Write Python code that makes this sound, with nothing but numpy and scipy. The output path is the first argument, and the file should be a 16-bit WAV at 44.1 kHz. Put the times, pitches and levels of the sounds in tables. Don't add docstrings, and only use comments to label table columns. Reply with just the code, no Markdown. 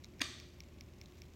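import sys
import numpy as np
from scipy import signal
from scipy.fft import rfft, irfft
from scipy.io import wavfile

SR = 44100
rng = np.random.default_rng(int(sys.argv[2]) if len(sys.argv) > 2 else 0)


def wav_record(signal):
    frames = np.transpose(np.atleast_2d(signal))
    bounded = np.clip(frames, -1, 1)
    quanta = np.round(bounded * 32767).astype(np.int16)
    wavfile.write(sys.argv[1], SR, quanta)


N = 59535

# start in seconds, relative level in dB, softness in milliseconds.
CONTACTS = [(0.2071, -14.5, 0.067), (0.21, -11, 0.19), (0.2153, -4.5, .018), (0.2155, -4, 0.22),
            (.2170, 6.5, 0.14), (.2177, -1.5, 0.023), (.2184, -10, 0.15)]


def amp(db):
    return 10 ** (np.asarray(db) / 20)


def since(start):
    return np.maximum(np.arange(N) / SR - start, 0)


def fade(t, t60):
    return np.exp(-np.log(1000) * t / t60)


def colour(x, points):
    hz, db = np.array(points, float).T
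    f = np.maximum(np.arange(N + 1) * SR / (2 * N), 1)
    gain = amp(np.interp(np.log(f), np.log(hz), db))
    cepstrum = irfft(np.log(gain))
    cepstrum[1:N] *= 2
    cepstrum[N + 1:] = 0
    return irfft(rfft(x, 2 * N) * np.exp(rfft(cepstrum)))[:N]


def through(x, response):
    return signal.fftconvolve(x, response)[:N]


def ring(modes):
    t = since(0)
    return sum((-1) ** k * amp(db) * fade(t, t60) * np.sin(2 * np.pi * hz * t)
               for k, (hz, db, t60) in enumerate(modes))


def knocks(times, dbs):
    out = np.zeros(N)
    index = np.round(np.asarray(times) * SR).astype(int)
    inside = (index >= 0) & (index < N)
    np.add.at(out, index[inside], amp(dbs)[inside])
    return out


def room_tone():
    # frequency in Hz, relative level in dB.
    air_eq = [(15, -39), (25, -10), (70, -2.5), (190, -5.5), (301, -9), (363, -8.5), (463, -19), (591, -15),
              (659, -21), (936, -25), (1070, -23), (1400, -29), (2220, -25.5), (4870, -34), (5430, -33),
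              (7310, -37.5), (10100, -45), (11600, -39), (16000, -45)]
    # frequency in Hz, RMS level in dB.
    hum_tones = [(59.3, -67), (79.8, -62), (120.2, -69.5), (236, -72.5), (355, -70.5)]
    t = since(0)
    air = colour(rng.standard_normal(N), air_eq)
    bed = amp(-58.5) * air / air.std()
    for hz, db in hum_tones:
        waver_db = 2 * rng.standard_normal(10)
        gain = amp(db + np.interp(t, np.linspace(0, t[-1], len(waver_db)), waver_db))
        bed += np.sqrt(2) * gain * np.sin(2 * np.pi * (hz * t + rng.random()))
    return bed


def focus_ticks():
    # start in seconds, relative level in dB.
    hits = [(0.0444, -4.5), (.1950, -5.5), (0.3999, -2), (.6044, 0), (0.8091, -0.5), (1.0139, -2.5),
            (1.2190, -3.5)]
    # frequency in Hz, relative level in dB, t60 in seconds.
    body_modes = [(2237, -0.5, 0.0096), (3730, -6.5, 0.0062), (4220, -6.5, .008), (5550, 3.5, 0.0061),
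                  (6150, -30, 0.0028), (11540, -15, .003), (15700, -11.5, 0.0037)]
    # first tick in seconds, period in seconds.
    train_timing = [(.0367, .05), (.0029, .02)]
    # frequency in Hz, gain in dB.
    train_eq = [(300, -30), (1700, -17), (2200, 6.5), (3000, 0), (5000, -2.5), (7400, 0), (8800, -22),
                (16000, -13)]
    ticks = amp(-42) * through(knocks(*np.array(hits).T), ring(body_modes))
    low_cut = signal.butter(10, 1930, "high", fs=SR, output="sos")
    trains = np.zeros(N)
    for (first, period), db in zip(train_timing, (-51, -57)):
        scatter_db = rng.standard_normal(100)
        trains += knocks(first + period * np.arange(len(scatter_db)), db + scatter_db)
    bursts = through(trains, fade(since(0), t60=0.0052)) * rng.standard_normal(N)
    return signal.sosfilt(low_cut, ticks) + colour(bursts, train_eq)


def finger_taps():
    # start in seconds, level in dB.
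    taps = [(.0395, -47.5), (.0445, -41.5), (.0545, -52), (1.0587, -48)]
    # frequency in Hz, relative level in dB, t60 in seconds.
    tap_modes = [(3900, 1.5, 0.0058), (5670, -5.5, 0.0053), (6760, -3.5, 0.0028)]
    return through(knocks(*np.array(taps).T), ring(tap_modes))


def prong_creak():
    # frequency in Hz, relative level in dB, t60 in seconds.
    prong_modes = [(1563, -4, 0.025), (1844, 1, .022)]
    return amp(-38.5) * through(knocks(times=[.2044], dbs=[0]), ring(prong_modes))


def buckle_snap():
    # frequency in Hz, relative level in dB, t60 in seconds.
    shell_modes = [(693, -22.5, 0.015), (1030, -13.5, .02), (1668, -17, 0.02), (1906, -10, 0.03),
                   (2430, -1.5, 0.026), (2818, -6.5, 0.013), (3350, -8.5, 0.015), (3760, -6, 0.012),
                   (4716, -3, .012), (5320, -6, 0.0069), (6260, -7.5, .011), (6610, -5.5, 0.013),
                   (8050, -14, 0.012), (11860, -13, 0.005)]
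    # frequency in Hz, gain in dB.
    crack_eq = [(300, 3), (750, 4.5), (1350, -2.5), (1700, -6), (3500, 4), (7000, -2), (9000, 2.5),
                (10200, -3.5), (12000, -2), (16000, -5)]
    # frequency in Hz, gain in dB.
    radiation = [(100, -32), (400, -7), (800, -0.5), (2000, 0), (6500, 0.5), (10000, -0.5), (16000, -4)]
    t = since(0)
    scraping = (t > .2075) & (t < .2152)
    force = amp(-41.5) * rng.standard_normal(N) * scraping
    for start, db, soft_ms in CONTACTS:
        push = (t + 1 / SR) * np.exp(-t * 2000 / soft_ms)
        force += through(knocks([start], [db]), push / push.sum())
    crack = amp(-8) * colour(rng.standard_normal(N) * fade(t, t60=0.0077), crack_eq)
    shell = through(force, ring(shell_modes) + crack)
    return amp(-22.5) * colour(shell, radiation)


def room_tail(snap):
    # band centre in Hz, t60 in seconds.
    decays = [(250, 0.41), (600, 0.54), (1400, 0.66), (3700, 0.69), (6000, 0.67), (10000, 0.51),
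              (15000, .4)]
    # frequency in Hz, relative level in dB.
    tail_eq = [(88, -44), (150, -18), (182, -7), (275, 2), (341, -5.5), (376, -1.5), (439, -27),
               (637, -7.5), (960, -20), (1170, -5.5), (1420, -13.5), (1900, -4.5), (2180, -10),
               (2400, -3.5), (2650, -10.5), (3620, -2), (4080, -7), (4670, -3.5), (5050, -12.5),
               (6140, -7.5), (7470, -17.5), (8230, -13.5), (10400, -30.5), (13200, -29), (16000, -39)]
    f = np.maximum(np.fft.rfftfreq(N, 1 / SR), 1)
    wash = colour(rng.standard_normal(N), tail_eq)
    spectrum = rfft(wash / wash.std())
    t = since(0.0048)
    energy = snap ** 2 / np.sum(snap ** 2)
    log_centres = np.log([hz for hz, t60 in decays])
    tail = np.zeros(N)
    for share, (hz, t60) in zip(np.eye(len(decays)), decays):
        band = irfft(spectrum * np.interp(np.log(f), log_centres, share), N)
        band_energy = through(energy, fade(t, t60) ** 2 * (t > 0))
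        tail += band * np.sqrt(np.abs(band_energy))
    return amp(-43) * tail


def strap_thump():
    pitch_hz, rise_s = 277, 0.0089
    t = since(.2115)
    envelope = (1 - np.exp(-t / rise_s)) * fade(t, t60=.037)
    return amp(-22) * envelope * np.sin(2 * np.pi * pitch_hz * t)


def room_ring():
    # frequency in Hz, relative level in dB, t60 in seconds.
    room_modes = [(1178, -8.5, 0.58), (1940, -1.5, 0.61), (2410, -1, 0.46), (3637, -1, 0.68),
                  (3730, -1.5, 0.52), (4616, 0, 0.58)]
    start = max(CONTACTS, key=lambda row: row[1])[0]
    return amp(-53) * through(knocks([start], [0]), ring(room_modes))


def strap_rustle():
    # frequency in Hz, gain in dB.
    rustle_eq = [(300, -6), (1500, 0.5), (4000, 3), (7000, -2.5), (10000, -12.5), (16000, -6)]
    grains_per_s, scatter_db = 500, 5
    t = since(0)
    shifting = (t > 1) & (t < 1.27)
    onsets = (rng.random(N) < grains_per_s / SR) * shifting
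    grains = onsets * amp(-69 + scatter_db * rng.standard_normal(N))
    envelope = through(grains, fade(t, t60=0.0057))
    return colour(envelope * rng.standard_normal(N), rustle_eq)


def scene():
    faint = room_tone() + focus_ticks() + finger_taps() + strap_rustle()
    snap = prong_creak() + buckle_snap()
    return (faint + snap + room_tail(snap) + strap_thump() + room_ring())[None]


def record(dry):
    top_hz = 16100
    return signal.sosfilt(signal.ellip(8, .2, 70, top_hz, fs=SR, output="sos"), dry)


dry = scene()
out = record(dry)
wav_record(out)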